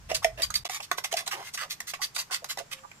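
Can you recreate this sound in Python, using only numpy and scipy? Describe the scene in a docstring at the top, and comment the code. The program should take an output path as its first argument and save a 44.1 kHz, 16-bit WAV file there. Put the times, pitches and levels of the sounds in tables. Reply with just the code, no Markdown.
"""A fork beats eggs in a wooden bowl on the counter of a small kitchen, about seven strokes a second.
From the first stroke, impacts ring the bowl, stick-slip friction rasps along the wood, and the egg
sloshes, sprays and gulps as trapped air resonates. Near 0.65 s a low rumble stops and the sound cuts
out twice for an instant. The spray then grows as the egg thins. From 2.2 s a thin hiss fades in,
and a faint tone rings under the last strokes."""
import sys
import numpy as np
from scipy import signal
from scipy.fft import rfft, irfft
from scipy.io import wavfile
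from scipy.ndimage import uniform_filter1d

SR = 44100
rng = np.random.default_rng(int(sys.argv[2]) if len(sys.argv) > 2 else 0)


def wav_record(signal):
    """Record a signal, one row per channel, as 16-bit PCM in the file named by sys.argv[1]."""
    frames = np.transpose(np.atleast_2d(signal))
    bounded = np.clip(frames, -1, 1)
    # unit amplitude maps onto the largest positive 16-bit level
    quanta = np.round(bounded * 32767).astype(np.int16)
    wavfile.write(sys.argv[1], SR, quanta)


N = 132300

# Background spectra. Each row: frequency in Hz, relative density in dB.
AIR = [(25, -4.5), (60, -3.5), (150, 3.5), (280, -8), (600, -10.5), (1000, -7), (2100, -11.5),
       (3900, -16.5), (6000, -13.5), (11500, -25.5), (15500, -28)]
RUMBLE = [(20, -21), (45, 1.5), (90, -4), (140, -6.5), (220, -20), (500, -84)]
HISS = [(2000, -32), (6600, -19), (7350, 17), (8100, -35), (12000, -19)]
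# Instants of silence. Each row: start in seconds, end in seconds.
DROPOUTS = [(0.637, 0.647), (0.680, 0.689)]
# Faint ringing. Each row: start in seconds, length in seconds, frequency in Hz, level in dB.
TONES = [(2.701, 0.16, 531, -57)]

# Reverberation of the kitchen. Each row: frequency in Hz, time to fall 60 dB in seconds.
ROOM_T60 = [(200, 0.38), (700, 0.17), (7000, 0.15)]
# Stereo balance. Each row: frequency in Hz, left minus right in dB.
BALANCE = [(100, 8), (350, -6), (620, -0.5), (1300, -7), (2800, -3.5), (11000, -2)]
ROOM_DB, LOW_CUT_HZ = -10.5, 348
WALLS_DB, WALLS_T60_S, WALLS_CUT_HZ, LEFT_LAG_SAMPLES = 1.5, 0.022, 920, 5

# Spectra of heavy slosh and fine spray. Each row: frequency in Hz, relative density in dB.
SLOSH = [(250, -15), (1200, -10.5), (2400, -2.5), (7000, -13), (15000, -82)]
SPRAY = [(1000, -25), (5000, 0.5), (8500, -4.5), (14700, -8.5), (15500, -13)]
# Spray grows as the egg thins. 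Each row: time in seconds, level against the scrape's treble in dB.
SPRAY_GROWTH = [(0.5, -11), (1.5, -6)]
SLOSH_DB, SLOSH_HANG_S, SPRAY_HANG_S = -8.5, 0.012, 0.0069
PULSES_PER_S, PULSE_SPREAD_DB, LEAD_S = 7700, 3.5, 0.014
# Air pockets in the egg. Each row: start in seconds, length in seconds, pitch in Hz, level in dB.
GULPS = [(0.219, 0.015, 1070, -49), (0.501, 0.00727, 1077, -52.5), (0.738, .04, 950, -55.5),
         (0.799, .008, 845, -50), (1.039, 0.016, 996, -47.5), (1.172, 0.06, 784, -50),
         (1.265, 0.018, 914, -49), (1.321, 0.11, 940, -45), (1.332, 0.073, 450, -48.5),
         (1.616, 0.045, 700, -51), (1.987, 0.03, 1040, -54), (2.156, 0.036, 787, -52),
         (2.298, .04, 1170, -48), (2.419, 0.016, 536, -56), (2.575, 0.039, 564, -45.5),
         (2.833, 0.023, 960, -54.5)]
BUBBLES_PER_S, BUBBLE_SPREAD, BUBBLE_CYCLES, BUBBLE_RISE_PER_S = 800, 0.29, 2.57, 4.6

# The fork rubs the bowl's floor. 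Each row: start in seconds, length in seconds, level in dB.
DRAGS = [(0.09, 0.026, -46), (0.374, 0.033, -44)]
DRAG_HZ, DRAG_WIDTH_HZ = 652, 46
# Tines slide on wood. Each row: start and length in seconds, crest as a share of the length,
# middle, treble and squeal levels in dB.
SCRAPES = [ (0.088, 0.037, 0.3, -40, -43.5, -70), (0.142, 0.027, 0.22, -37.5, -29, -36),
           (0.223, 0.028, 0.46, -45.5, -43, -70), (0.373, 0.042, 0.9, -42, -47, -64),
           (0.421, 0.026, 0.38, -38, -31, -29), (0.538, 0.039, 0.5, -43, -32, -28),
           (0.647, 0.017, 0.09, -36.5, -39.5, -68), (0.692, 0.08, 0.77, -41.5, -37, -49),
           (0.818, 0.031, 0.35, -51.5, -42, -56), (0.972, 0.02, 0.75, -46, -37.5, -64),
           (1.037, 0.022, 0.23, -37, -34, -41), (1.112, 0.015, 0.75, -38.5, -38.5, -60),
           (1.163, 0.044, 0.073, -36, -35, -46), (1.259, 0.022, 0.99, -43.5, -37.5, -67),
           (1.307, 0.041, 0.28, -34.5, -37.5, -57), (1.363, 0.11, 0.082, -51, -51.5, -68),
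           (1.439, 0.053, 0.98, -45.5, -46, -62), (1.534, 0.02, 0.95, -50, -35.5, -60),
           (1.573, 0.07, 0.67, -38, -41, -45.5), (1.698, 0.032, 0.48, -40.5, -35.5, -47),
           (1.868, 0.043, 0.8, -45.5, -37.5, -45), (1.933, 0.018, 0.41, -36, -41.5, -64),
           (2.013, 0.041, 0.69, -41, -31, -35), (2.145, 0.027, 0.72, -46, -36, -38.5),
           (2.174, 0.042, 0.43, -38.5, -33, -41), (2.311, 0.05, 0.63, -36, -33, -42),
           (2.487, 0.035, 0.54, -38, -34.5, -47), (2.579, 0.022, 0.52, -38.5, -42.5, -68),
           (2.711, 0.024, 0.99, -39, -39, -72), (2.763, 0.031, 0.92, -52.5, -60, -76)]
# Spectrum of tines against wood. Each row: frequency in Hz, relative density in dB.
RASP = [(240, -45.5), (400, -29), (605, -12), (1190, -4.5), (2090, -2), (2320, -5.5), (4560, -4),
        (5480, -3.5), (11600, -14), (14100, -13), (15500, -25.5)]
# Resonances under the sliding tines. 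Each row: frequency in Hz, width in Hz, lift in dB.
TINE_MODES = [(1180, 174, 7), (2072, 220, 7.5), (2610, 310, 8.5), (3360, 790, 5.5), (6140, 310, 4),
              (11450, 750, 9.5)]
TINE_DRIFT = 0.027  # relative retuning from stroke to stroke
SWELL_DB, TAPER_DB, BITE_S, LIFT_S = 7.5, 6.5, 0.0044, 0.0083
SLIPS_PER_S, SLIP_SPREAD_DB, JUDDER_DB, JUDDER_S = 4000, 3.5, -1.5, 0.002
SQUEAL_HZ, SQUEAL_HALF_WIDTH_HZ = 4725, 164

# The fork strikes the bowl. Each row: start in seconds, body, middle and treble levels in dB,
# spot from 0 (floor) to 1 (wall).
KNOCKS = [(0.115, -23, -29, -35.5, 0.076), (0.1468, -48, -35.5, -27.5, 0), (0.245, -15, -18, -25, 0.13),
          (0.4199, -46, -38, -27, 0.075), (0.504, -58, -53, -34.5, 1), (0.541, -60, -37.5, -32.5, 0.42),
          (0.56, -65, -37, -32.5, 0.51), (0.652, -32.5, -53, -36.5, 1), (0.696, -32.5, -37, -36.5, 1),
          (0.8035, -44, -36, -41.5, 0), (0.9142, -28, -22.5, -28, 1), (0.983, -33, -30, -38, 0.99),
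          (1.044, -53, -34, -33.5, 0.38), (1.126, -27, -34, -30.5, 0.54), (1.139, -23.5, -36, -32.5, 0),
          (1.17, -47, -45, -28, 0.41), (1.2765, -35.5, -38, -29.5, 1), (1.547, -44, -43, -37, 1),
          (1.575, -66, -34.5, -38.5, 0.81), (1.803, -46.5, -35, -35, 0.78), (1.936, -38, -35.5, -46, 1),
          (2.018, -54, -35.5, -42, 1), (2.164, -48, -33.5, -32, 0.86), (2.310, -37.5, -37, -43, 0.99),
          (2.444, -42.5, -41.5, -34.5, 0.77), (2.573, -34, -42.5, -40, 0.97), (2.589, -43, -45, -36, 1),
          (2.915, -53.5, -44.5, -57, 0.81)]
# Offsets to every knock: body, middle and treble in dB.
KNOCK_TRIM_DB = [-2, -2.5, -2]
# Modes of the bowl. Each row: frequency in Hz, level in dB when struck on the floor,
# level in dB when struck on the wall, time to fall 60 dB in seconds.
BOWL_MODES = [(400.6, -19, -10.5, 0.064), (463, -11.5, -19, 0.11), (642, 7.5, -17.5, 0.086),
              (721, 2.5, -0.5, 0.077), (1190, -22, -10, 0.11), (1480, -11, 4.5, 0.093),
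              (2014, 3.5, 4.5, 0.072), (2280, 10, -18, .04), (2706, 13, 4, 0.018), (3376, -10, -6.5, 0.11),
              (5370, 15, -21, 0.029), (6460, 10.5, 8, 0.05)]
# Colour of the crack. Each row: frequency in Hz, gain on the floor in dB, gain on the wall in dB.
CRACK_COLOUR = [(300, -25, 4.5), (516, -8.5, -1), (845, 1.5, -8.5), (1000, -22, 5.5), (1550, -22, -7.5),
                (1940, 2.5, -2.5), (2800, 5.5, -6.5), (3970, -9, -2.5)]
CRACK_DB, CRACK_T60_S, KNOCK_WINDOW_S, KNOCK_LEAD_IN_DB = 25, 0.017, 0.014, -12.5


def amp(db):
    """Amplitude ratio from decibels."""
    return 10 ** (np.asarray(db) / 20)


def unit(x):
    """Normalisation to an rms of 1."""
    return x / np.sqrt(np.mean(x ** 2) + 1e-20)


def read(points, hz):
    """Interpolation on a logarithmic frequency axis."""
    f, value = np.transpose(points)
    return np.interp(np.log(hz + 1), np.log(f + 1), value)


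def add(mix, start, sound):
    """Superposition of a sound on the mix, from a start in seconds."""
    part = mix[..., max(round(start * SR), 0):][..., :sound.shape[-1]]
    part += sound[..., :part.shape[-1]]


def colour(x, curve):
    """Minimum-phase filtering with a gain of curve(Hz) in dB."""
    hz = abs(np.fft.fftfreq(4096, 1 / SR))
    log_gain = np.log(amp(np.maximum(curve(hz), -100)))
    taps = np.fft.ifft(np.exp(np.conj(signal.hilbert(log_gain)))).real[:2048]
    return signal.fftconvolve(x, taps)[:len(x)]


def equalise(x, seconds, levels_db):
    """Equalisation of body, middle and treble (or the last two) by mean power over a duration."""
    bands = [(350, 900), (1000, 3000), (3500, 14000)][-len(levels_db):]
    hz = np.fft.rfftfreq(len(x), 1 / SR)
    power = 2 * abs(rfft(x)) ** 2 / (len(x) * seconds * SR)
    gains = [db - 10 * np.log10(power[(hz > lo) & (hz < hi)].sum() + 1e-20)
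             for db, (lo, hi) in zip(levels_db, bands)]
    corners_hz = [350, 800, 1200, 2700, 3900, 14000][-2 * len(gains):]
    return colour(x, lambda f: read(list(zip(corners_hz, np.repeat(gains, 2))), f))


def uneven_sizes(count, spread_db):
    """Heavy-tailed amplitudes: a few events are much larger than the rest."""
    return amp(spread_db * np.minimum(rng.exponential(1, count), 4))


def background(spectrum, level_db):
    """Stationary noise whose coherence between the ears falls from bass to treble."""
    hz = np.fft.rfftfreq(N, 1 / SR)
    mid, side = rfft(rng.standard_normal((2, N))) * amp(read(spectrum, hz))
    side *= amp(read([(40, -21), (180, -7.5), (1200, 0.0)], hz))
    return amp(level_db) * unit(irfft(np.array([mid + side, mid - side]), N))


def faint_tone(length, hz, level_db):
    """A pure tone under a tapered envelope."""
    t = np.arange(int(length * SR)) / SR
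    return amp(level_db) * unit(signal.windows.tukey(len(t)) * np.sin(2 * np.pi * hz * t))


def room_response():
    """Reverberation: sparse reflections decay exponentially, slowest in the bass."""
    taps = rng.choice([-1., 1.], (2, SR // 2)) * (rng.random((2, SR // 2)) < .15)
    taps[:, :SR // 1000] = 0
    hz, t, spectra = signal.stft(taps, SR, nperseg=256)
    width = read([(700, 0.36), (1500, 1.0)], hz)[:, None]  # the ears nearly share the bass
    spectra[0] = width * spectra[0] + np.sqrt(1 - width ** 2) * spectra[1]
    decay = amp(-60 * t / read(ROOM_T60, hz)[:, None])
    response = signal.istft(spectra * decay, SR, nperseg=256)[1]
    return response / np.linalg.norm(response[0])


def kitchen(x):
    """Radiation into a room: the small bowl emits little bass, and reverberation follows."""
    direct = signal.sosfilt(signal.butter(3, LOW_CUT_HZ, "high", fs=SR, output="sos"), x)
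    reverb = signal.fftconvolve(direct, room_response(), axes=1)[:, :N]
    left, right = amp(-4.5) * (direct + amp(ROOM_DB) * reverb)
    return np.array([colour(left, lambda f: read(BALANCE, f) / 2),
                     colour(right, lambda f: -read(BALANCE, f) / 2)])


def in_bowl(x):
    """Early reflections from the bowl's walls, new for each fork position, join the direct sound."""
    t = np.arange(SR // 25) / SR
    taps = rng.standard_normal((2, len(t))) * (rng.random((2, len(t))) < .2)
    taps *= amp(-60 * t / WALLS_T60_S)
    taps = amp(WALLS_DB) * taps / np.linalg.norm(taps, axis=1, keepdims=True)
    taps = signal.sosfilt(signal.butter(2, WALLS_CUT_HZ, "high", fs=SR, output="sos"), taps)
    taps[0, LEFT_LAG_SAMPLES] += 1  # the direct path is shorter to the right ear
    taps[1, 0] += 1
    return signal.fftconvolve(x[None], taps, axes=1)


def patter(length, spectrum, level_db, hang_s):
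    """Shot noise that swells and lingers; in slosh and spray its pulses are droplets and froth."""
    t = np.arange(int((length + 0.057) * SR)) / SR
    pulses = rng.standard_normal(len(t)) * uneven_sizes(len(t), PULSE_SPREAD_DB)
    pulses *= rng.random(len(t)) < PULSES_PER_S / SR
    rise = np.minimum(t / (2 * LEAD_S), 1) ** 2
    fall = np.exp(-np.maximum(t - LEAD_S - length, 0) / hang_s)
    return amp(level_db) * rise * fall * unit(colour(pulses, lambda f: read(spectrum, f)))


def gulp(length, pitch_hz, level_db):
    """Bubble resonance: each heavily damped bubble of a cluster rises in pitch as it closes."""
    t = np.arange(SR // 20) / SR
    cluster = np.zeros(int(length * SR) + len(t))
    count = int(length * BUBBLES_PER_S) + 1
    for k, (jitter, tuning, strength) in enumerate(rng.random((count, 3))):
        hz = pitch_hz * np.exp(BUBBLE_SPREAD * (2 * tuning - 1))
        envelope = np.exp(-hz * t / BUBBLE_CYCLES) * (1 - np.exp(-2 * hz * t))
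        chirp = np.sin(2 * np.pi * hz * (t + BUBBLE_RISE_PER_S * t ** 2 / 2))
        add(cluster, length * (k + jitter) / count, (0.11 + strength) * envelope * chirp)
    return amp(level_db) * unit(cluster) * np.sqrt(len(cluster) / (length * SR))


def drag(length, level_db):
    """Forced vibration: growing friction drives the bowl's hollow resonance, which rings on."""
    t = np.arange(int((length + 0.082) * SR)) / SR
    rub = rng.standard_normal(len(t)) * np.sqrt(t / length) * (t < length)
    hum = colour(rub, lambda f: -10 * np.log10(
        1 + ((f ** 2 - DRAG_HZ ** 2) / (DRAG_HZ * DRAG_WIDTH_HZ)) ** 2))
    return amp(level_db) * unit(hum) * np.sqrt(t[-1] / length)


def scrape(length, crest, middle_db, treble_db, squeal_db):
    """Stick-slip friction excites tines and wood as pressure swells and eases; one tine may squeal."""
    t = np.arange(int((length + 0.11) * SR)) / SR
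    pressure = amp(np.interp(t / length, [0, np.clip(crest, .02, .98), 1], [-SWELL_DB, 0, -TAPER_DB]))
    pressure *= np.minimum(t / BITE_S, 1) * np.exp(-np.maximum(t - length, 0) / LIFT_S)
    judder = amp(JUDDER_DB * unit(uniform_filter1d(rng.standard_normal(len(t)), int(JUDDER_S * SR) + 1)))
    slipping = rng.random(len(t)) < SLIPS_PER_S / SR
    slips = slipping * uneven_sizes(len(t), SLIP_SPREAD_DB) * rng.choice([-1, 1], len(t))
    tunings = 1 + TINE_DRIFT * rng.standard_normal(len(TINE_MODES))
    rasp = colour(slips * pressure * judder, lambda f: read(RASP, f) + sum(
        db / (1 + (2 * (f - hz * tuning) / width) ** 2)
        for (hz, width, db), tuning in zip(TINE_MODES, tunings)))
    squeal = colour(slips * pressure ** 3,
                    lambda f: -20 * np.log10(1 + ((f - SQUEAL_HZ) / SQUEAL_HALF_WIDTH_HZ) ** 2))
    squeal = amp(squeal_db) * unit(squeal) * np.sqrt(length / t[-1])
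    return equalise(rasp, length, [middle_db, treble_db]) + squeal


def knock(levels_db, spot):
    """Impact: a wet crack, then free decay of the bowl's modes, hollow on the floor, hard on the wall."""
    t = np.arange(SR // 4) / SR
    blend = np.array([1 - spot, spot])
    ring = np.zeros(len(t))
    for hz, *floor_wall_db, t60 in BOWL_MODES:
        envelope = amp(blend @ floor_wall_db + 0.62 * rng.standard_normal() - 60 * t / t60)
        tuning = 1 + min(hz / 250000, .02) * rng.standard_normal()
        ring += envelope * np.sin(2 * np.pi * hz * tuning * t) * rng.choice([-1, 1])
    tint = [(hz, blend @ floor_wall_db) for hz, *floor_wall_db in CRACK_COLOUR]
    noise = colour(rng.standard_normal(len(t)), lambda f: read(RASP, f) + read(tint, f))
    crack = unit(noise) * amp(CRACK_DB - 60 * t / CRACK_T60_S)
    return equalise(ring + crack, KNOCK_WINDOW_S, np.add(levels_db, KNOCK_TRIM_DB))


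def scene():
    """Superposition of fork, bowl and egg in the kitchen with quiet air, early rumble and late hiss."""
    bowl, t = np.zeros((2, N)), np.arange(N) / SR
    for start, *levels_db, spot in KNOCKS:
        add(bowl, start, in_bowl(knock(levels_db, spot)))
        # a faint rasping noise swells just before each knock
        knock_lead_in = patter(KNOCK_WINDOW_S, RASP, levels_db[-1] + KNOCK_LEAD_IN_DB, hang_s=0.012)
        add(bowl, start - LEAD_S, in_bowl(knock_lead_in))
    for start, length, crest, middle_db, treble_db, squeal_db in SCRAPES:
        add(bowl, start, in_bowl(scrape(length, crest, middle_db, treble_db, squeal_db)))
        slosh = patter(length, SLOSH, middle_db + SLOSH_DB, SLOSH_HANG_S)
        spray_db = treble_db + np.interp(start, *np.transpose(SPRAY_GROWTH))
        spray = patter(length, SPRAY, spray_db, SPRAY_HANG_S)
        add(bowl, start - LEAD_S, in_bowl(slosh + spray))
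    for start, *rub in DRAGS:
        add(bowl, start, in_bowl(drag(*rub)))
    for start, *pocket in GULPS:
        add(bowl, start, in_bowl(gulp(*pocket)))
    for start, *tone in TONES:
        add(bowl, start, faint_tone(*tone))
    rumble = background(RUMBLE, level_db=-50) * (t < DROPOUTS[0][1])  # ends with the first silence
    hiss = background(HISS, level_db=-64) * np.interp(t, [2.2, 2.73], [0, 1])
    return kitchen(bowl) + background(AIR, level_db=-56.5) + rumble + hiss


def record(dry):
    """Gating cuts the sound twice for an instant; low-pass filtering ends the band at 15.5 kHz."""
    t = np.arange(N) / SR
    gate = 1. - sum((t > start) & (t < end) for start, end in DROPOUTS)
    gate = uniform_filter1d(gate, 64)
    low_pass = signal.firwin(161, 15500, window=("kaiser", 9), fs=SR)
    return signal.oaconvolve(dry * gate, low_pass[None], "same")


dry = scene()
out = record(dry)
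wav_record(out)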